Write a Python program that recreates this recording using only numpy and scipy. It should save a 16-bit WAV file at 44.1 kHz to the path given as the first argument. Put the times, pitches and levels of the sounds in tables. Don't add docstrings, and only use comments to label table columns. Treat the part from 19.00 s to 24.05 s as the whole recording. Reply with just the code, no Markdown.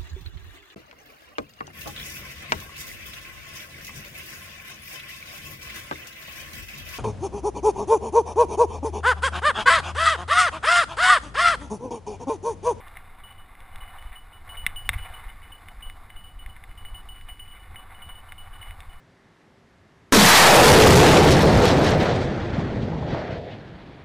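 import sys
import numpy as np
from scipy import signal
from scipy.io import wavfile
from scipy.ndimage import uniform_filter1d

SR = 44100
rng = np.random.default_rng(int(sys.argv[2]) if len(sys.argv) > 2 else 0)


def decibels_to_gain(level_db):
    exponent = np.asarray(level_db, float) / 20
    return 10 ** exponent


def unload_wav(signal):
    wavfile.write(
        sys.argv[1],
        SR,
        np.round(np.clip(np.atleast_2d(signal).T, -1, 1) * 32767).astype(np.int16),
    )


N = 222502

IGNITION_S = 1.1228
TUBE_HZ = 200
LIMIT = .315
EDGE_HZ = 15150
SIZE, HOP = 1024, 256
HZ = np.fft.rfftfreq(SIZE, 1 / SR)[:, None]
T = np.arange(N // HOP + 5) * HOP / SR
FLOWN = np.maximum(T - IGNITION_S, 1e-3)

# t/s, peak level above 9 kHz/dB
SHOCK_FRONTS = [(1.809, -28), (1.873, -30), (1.904, -29), (1.931, -32), (1.957, -28.5), (2.2376, -28),
                (2.2505, -29.5), (2.279, -28.5), (2.3, -28), (2.2854, -23.5), (2.367, -38), (2.392, -28),
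                (2.411, -26), (2.422, -27), (2.4304, -27), (2.443, -37), (2.4576, -31.5), (2.574, -28),
                (2.59, -27), (2.602, -27), (2.624, -41), (2.6538, -19), (2.8111, -50), (2.8374, -42),
                (2.8457, -35), (2.8644, -46), (2.865, -39), (2.879, -46.5), (2.8904, -54), (2.906, -37),
                (2.914, -48), (2.948, -59.5), (2.982, -42), (3.001, -42), (3.013, -42), (3.0244, -52),
                (3.031, -41), (3.049, -45), (3.0654, -49), (3.1546, -55)]


def jet():
    # t/s, roar level/dB, bearing (1 beside the jet, 0 behind it), roar centre f/Hz
    flight = [(1.13, -15, 0.8, 680), (1.25, -13, 0.83, 665), (1.34, -15, 1, 980), (1.5, -5, 0.31, 647),
              (1.7, 0, 0.036, 457), (1.95, -4.5, 0.16, 407), (2.2, -10, 0.083, 400),
              (2.42, -15.5, 0.04, 445), (2.72, -17.5, -0.061, 450), (3.08, -23.5, 0.11, 480),
              (3.3, -28.5, -0.15, 385), (3.52, -33, 0.028, 448), (3.9, -33, -0.19, 432),
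              (4.15, -34.5, 0.0052, 560), (4.36, -36.5, -0.019, 550), (4.54, -45, 0.31, 560),
              (4.66, -46.5, 0.22, 454), (5.04, -52, 0.39, 421)]
    roar_db, beside, roar_hz = curve(flight)
    air_db = -(4 + 2.5 * FLOWN ** 2) * (HZ / 7000) ** 1.67
    power = large_eddies(roar_db, beside, roar_hz, air_db)
    power += tube_boom()
    power += small_eddies(roar_db, beside, air_db)
    patches_db = 1.0 * drift(bins=12, frames=10)
    patches_db = patches_db + 1.2 * drift(bins=300, frames=3) * np.minimum(HZ / 3000, 1.5)
    sound = noise(np.sqrt(power) * decibels_to_gain(ground_ripple() + patches_db))

    t = np.arange(N) / SR
    size = np.interp(t, T, np.sqrt(power.sum(0)))
    skew = np.interp(t, T, .02 + .4 / (1 + (FLOWN / .62) ** 3))
    shocks = size / skew * (np.exp(skew ** 2 / 2) - np.exp(-skew * sound / size))
    return shocks * np.clip((t - IGNITION_S) / .0004, 0, 1)


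def large_eddies(roar_db, beside, roar_hz, air_db):
    # t/s, roar level/dB, rumble level/dB, length/s
    surges = [(1.41, 1.3, -5.5, 0.23), (1.647, -5, -3.5, 0.15), (1.942, 2, 3.5, 0.042),
              (1.991, -7, 2.5, 0.015), (2.08, -1, -5.5, 0.067), (2.293, 1, 4, 0.11),
              (2.351, -6.5, -2, 0.018), (2.426, -14, -4, 0.0078), (2.439, 8, 7, 0.0096),
              (2.566, -0.3, 5, 0.045), (2.64, 0.5, -3.5, 0.022), (3.694, -0.6, 5, 0.35),
              (3.59, -5, 5.5, 0.011), (4.022, -2, -1, 0.011), (4.11, .6, 4.5, 0.063), (4.143, -6, 2, 0.01),
              (4.17, 5, -6, 0.023), (4.33, 1.7, -2, 0.22), (4.477, 5, -6, 0.021)]
    at, surge_db, heave_db, length = np.transpose(surges)
    rumble_db = roar_db - 7.5 + 3 * FLOWN + swells(at, heave_db, length)
    rumble_hz = 123 + (190 - 123) * np.exp(-(FLOWN / .42) ** 2)
    body_db = roar_db + swells(at, surge_db, length)
    behind_db = -9.5 * np.clip(beside, 0, 1)
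    core_db = body_db - 1.5 + .6 * roar_db + behind_db

    echo_sharp, lost_sharp = 16, 3.7
    sharp = 8.8 + (7.4 - 8.8) * np.clip(beside, 0, 1)
    sharp = sharp + echo_sharp * soft_step(T, 4.1, .06)
    sharp = np.maximum(sharp - (echo_sharp + lost_sharp) * soft_step(T, 4.58, .04), 4)

    power = banded(hump(rumble_hz, below=8.8, above=4.27), 40, 250, rumble_db)
    power += banded(hump(roar_hz, below=.43 * sharp, above=sharp) + air_db, 250, 1500, body_db)
    power += banded(hump(roar_hz, below=90, above=90), 250, 1500, core_db)
    return power


def small_eddies(roar_db, beside, air_db):
    # start t/s, end t/s, crackle level/dB, tearing level/dB
    gusts = [(1.276, 1.488, -0.9, 3), (2.145, 2.196, 0.5, 3.5), (2.203, 2.238, -2.5, -9),
             (2.238, 2.242, 12, 2.5), (2.272, 2.34, 5.5, 1), (2.405, 2.424, 3.5, 5),
             (2.428, 2.466, -1, -12), (2.554, 2.58, 2, 3), (2.64, 2.722, 8, 2), (2.837, 2.934, 7.5, 5.5),
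             (2.927, 2.99, -8, -2), (3.008, 3.044, 1.5, 2), (3.05, 3.092, -4, 3.5), (3.13, 3.18, 3, 0),
             (3.214, 3.24, 11, 5.5), (3.298, 3.807, -0.5, 3), (3.54, 3.613, 3, 3.5), (3.81, 3.842, 6, -3),
             (3.96, 4.027, 2, -5), (4.1, 4.133, 8.5, 2), (4.147, 4.175, 3, 6), (4.157, 4.236, 4.5, 5),
             (4.25, 4.37, 1, 6), (4.305, 4.36, 6, -0.5), (4.394, 4.463, -0.5, -9), (4.49, 4.548, 5.5, 2)]
    start, end, gust_db, rip_db = np.transpose(gusts)
    tearing_db = roar_db - 12 + 13 * beside + plateaus(start, end, rip_db)
    crackle_db = roar_db - 16.5 + 19.5 * beside + plateaus(start, end, gust_db)
    sizzle_db = roar_db - 37 - 60 * np.maximum(T - 2.82, 0)
    power = banded(hump(1326, below=6, above=8.7), 1060, 2500, tearing_db)
    power += banded(hump(2640, below=14, above=1.61) + air_db, 2200, 5900, crackle_db)
    power += banded(hump(11000, below=30, above=4), 9000, 15000, sizzle_db)
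    power += banded(hump(5500, below=12, above=30.5), 4500, 7000, roar_db - 35)
    return power


def tube_boom():
    boom_db = -11 - 6 * np.exp(-FLOWN / .078) - 193.5 * np.maximum(T - 1.24, 0)
    return banded(hump(TUBE_HZ, below=5, above=8), 40, 400, boom_db)


def ground_ripple():
    # f/Hz, level/dB
    ground = [(150, 1.5), (260, -2), (420, 0), (620, 0), (840, 1), (1150, -1), (1850, 1.5), (2700, -2.5),
              (3500, 2), (4300, 2.5), (5000, 0.5), (7000, -.5)]
    # f/Hz, level/dB
    ground_low = [(150, 2.5), (215, -4), (330, -0.5), (440, 2), (650, -5), (840, 3.5), (1020, 0.5),
                  (1300, 0)]
    clear = np.clip(FLOWN / 1.9, .35, 1)
    low = soft_step(T, 1.65, .1) - soft_step(T, 2.3, .089)
    return read(ground, HZ) * clear + read(ground_low, HZ) * low


def pops():
    out = np.zeros(N)
    for (s, db), steps in zip(SHOCK_FRONTS, rng.random((len(SHOCK_FRONTS), 60))):
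        torn = steps ** 25
        front = np.convolve(blast(.0004), torn / np.linalg.norm(torn))
        out[round(s * SR):][:len(front)] -= decibels_to_gain(db + 20) * front
    return out


def slaps():
    # t/s, peak level/dB, pitch f/Hz
    hill_slaps = [
        (3.567, -23, 350),
        (3.593, -19, 140),
        (3.603, -23, 600),
        (4.026, -24, 500),
        (4.1305, -21, 140),
        (4.1465, -17, 650),
    ]
    out = np.zeros(N + SR)
    out[round(IGNITION_S * SR):][:2000] -= blast(.0008)
    t = np.arange(6000) / SR
    dull = signal.butter(4, 950, fs=SR, output="sos")
    for (s, db, hz), scatter in zip(hill_slaps, rng.standard_normal((len(hill_slaps), len(t)))):
        tail = .07 * scatter * decibels_to_gain(-60 * t / .1)
        echo = np.convolve(tail - (t == 0), blast(.16 / hz))
        echo = signal.sosfilt(dull, echo)
        out[round(s * SR):][:len(echo)] += decibels_to_gain(db) * echo / abs(echo).max()
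    return out[:N]


def hoot():
    t = np.arange(N) / SR
    waver = uniform_filter1d(rng.standard_normal(N), size=500)
    waver = evened(uniform_filter1d(waver, size=500))
    shape = soft_step(t, 1.172, .008) - soft_step(t, 1.275, .013)
    turns = np.cumsum(TUBE_HZ * (1 + .08 * waver)) / SR
    return decibels_to_gain(-12.5) * np.sqrt(2) * shape * np.sin(2 * np.pi * turns)


def idling():
    # f/Hz, level per Hz/dB
    idle = [(15, -30), (30, -32.5), (75, 0), (150, 0), (260, -3), (480, -8.5), (1450, -14), (1650, -13),
            (2000, -13.5), (2400, -19.5), (5000, -27.5), (9000, -37), (12000, -42.5), (16000, -60)]
    # f/Hz, level/dB
    idle_tones = [(168, -71.5), (390, -71)]
    power = banded(read(idle, HZ), 0, SR, level_db=-56.5)
    out = noise(np.sqrt(power) * decibels_to_gain(.7 * drift(bins=8, frames=20)))
    for hz, db in idle_tones:
        waver, swell = (evened(uniform_filter1d(v, 5000)) for v in rng.standard_normal((2, N)))
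        turns = np.cumsum(hz * (1 + .0078 * waver)) / SR
        out += decibels_to_gain(db + 1.2 * swell) * np.sqrt(2) * np.sin(2 * np.pi * turns)
    return out


def blast(seconds):
    u = np.arange(2000) / SR / seconds
    return (1 - u) * np.exp(-u)


def noise(size):
    a, b = rng.standard_normal((len(T), len(HZ), 2)).T
    spectra = size * (a + 1j * b) * np.sqrt(3 / 2)
    return signal.istft(spectra, nperseg=SIZE, noverlap=SIZE - HOP)[1][:N]


def drift(bins, frames):
    field = rng.standard_normal((len(T), len(HZ))).T
    field = uniform_filter1d(field, bins, 0)
    return evened(uniform_filter1d(field, frames, 1))


def banded(shape_db, lo, hi, level_db):
    power = decibels_to_gain(2 * shape_db) * np.ones(len(T))
    inside = (HZ[:, 0] > lo) & (HZ[:, 0] < hi)
    return power / power[inside].sum(0) * decibels_to_gain(2 * level_db)


def hump(hz, below, above):
    octaves = np.log2((HZ + 1) / hz)
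    return np.maximum(-np.where(octaves > 0, above, below) * octaves ** 2, -140)


def soft_step(t, at, width):
    return (1 + np.tanh((t - at) / width)) / 2


def swells(times, lift_db, lengths):
    return np.exp(-((T[:, None] - times) / lengths) ** 2) @ lift_db


def plateaus(starts, ends, lift_db):
    t = T[:, None]
    return (soft_step(t, starts, .026) - soft_step(t, ends, .012)) @ lift_db


def evened(x):
    return x / np.sqrt(np.mean(x ** 2) + 1e-20)


def read(points, hz):
    f, value = np.transpose(points)
    return np.interp(np.log(hz + 1), np.log(f + 1), value)


def curve(rows):
    s, *columns = np.transpose(rows)
    return [np.interp(T, s, c) for c in columns]


def spectral_grit(x):
    t = np.arange(N) / SR
    fronts = np.transpose(SHOCK_FRONTS)[0]
    nearest = abs(T[:, None] - fronts).min(1)
    short = np.interp(t, T, np.clip((.022 - nearest) / .006, 0, 1)) * np.pi / 2
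    long_change = rounded(x, size=2 * SIZE, group=1, coarser=1.55) - x
    short_change = rounded(x, size=SIZE // 4, group=8, coarser=1.1) - x
    change = np.cos(short) ** 2 * long_change + np.sin(short) ** 2 * short_change
    low_pass = signal.firwin(511, EDGE_HZ + 250, window=("kaiser", 8), fs=SR)
    change = signal.oaconvolve(x + change, low_pass, "same") - x
    since = t - IGNITION_S
    early = np.where(since > 0, 1, .15 * (since > -.004))
    return x + change * np.where(since < -.06, 1, early)


def rounded(x, size, group, coarser):
    frames = dict(window="cosine", nperseg=size, noverlap=size // 2)
    hz, _, z = signal.stft(x, SR, **frames)
    hz = hz[:, None]
    a, b = rng.standard_normal(z.T.shape + (2,)).T
    power = abs(z) ** 2
    block_level = np.sqrt(abs(uniform_filter1d(power.sum(0), size=group)))
    loud = np.minimum(1.5 * block_level / LIMIT, 1)
    near = uniform_filter1d(power, size=size // 64, axis=0)
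    band = np.sqrt(abs(uniform_filter1d(near, size=group, axis=1)))
    masked = (decibels_to_gain(-39.5) * np.sqrt(2 * SIZE / size) * loud * LIMIT / (band + 1e-9)) ** .4
    step = coarser * loud * band * masked * np.clip((hz - 5000) / 6000, .01, 1) + 1e-12
    coarse = loud * (.17 + .3 * hz / 8000)
    noisy = z * (1 + coarse * (a + 1j * b))
    size_in = abs(noisy)
    size_out = np.maximum(step * np.floor(size_in / step + .46), .22 * size_in)
    kept = noisy / (size_in + 1e-12) * size_out
    return signal.istft(kept * (hz < EDGE_HZ), SR, **frames)[1][:N]


def scene():
    return np.tile(jet() + pops() + slaps() + hoot() + idling(), (2, 1))


def roll_off(x):
    return signal.sosfilt(signal.butter(12, 16370, fs=SR, output="sos"), x)


def record(dry):
    squared = np.clip(dry[0], -LIMIT, LIMIT)
    mix = np.tile(spectral_grit(squared), (2, 1))
    return roll_off(mix)


dry = scene()
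out = record(dry)
unload_wav(out)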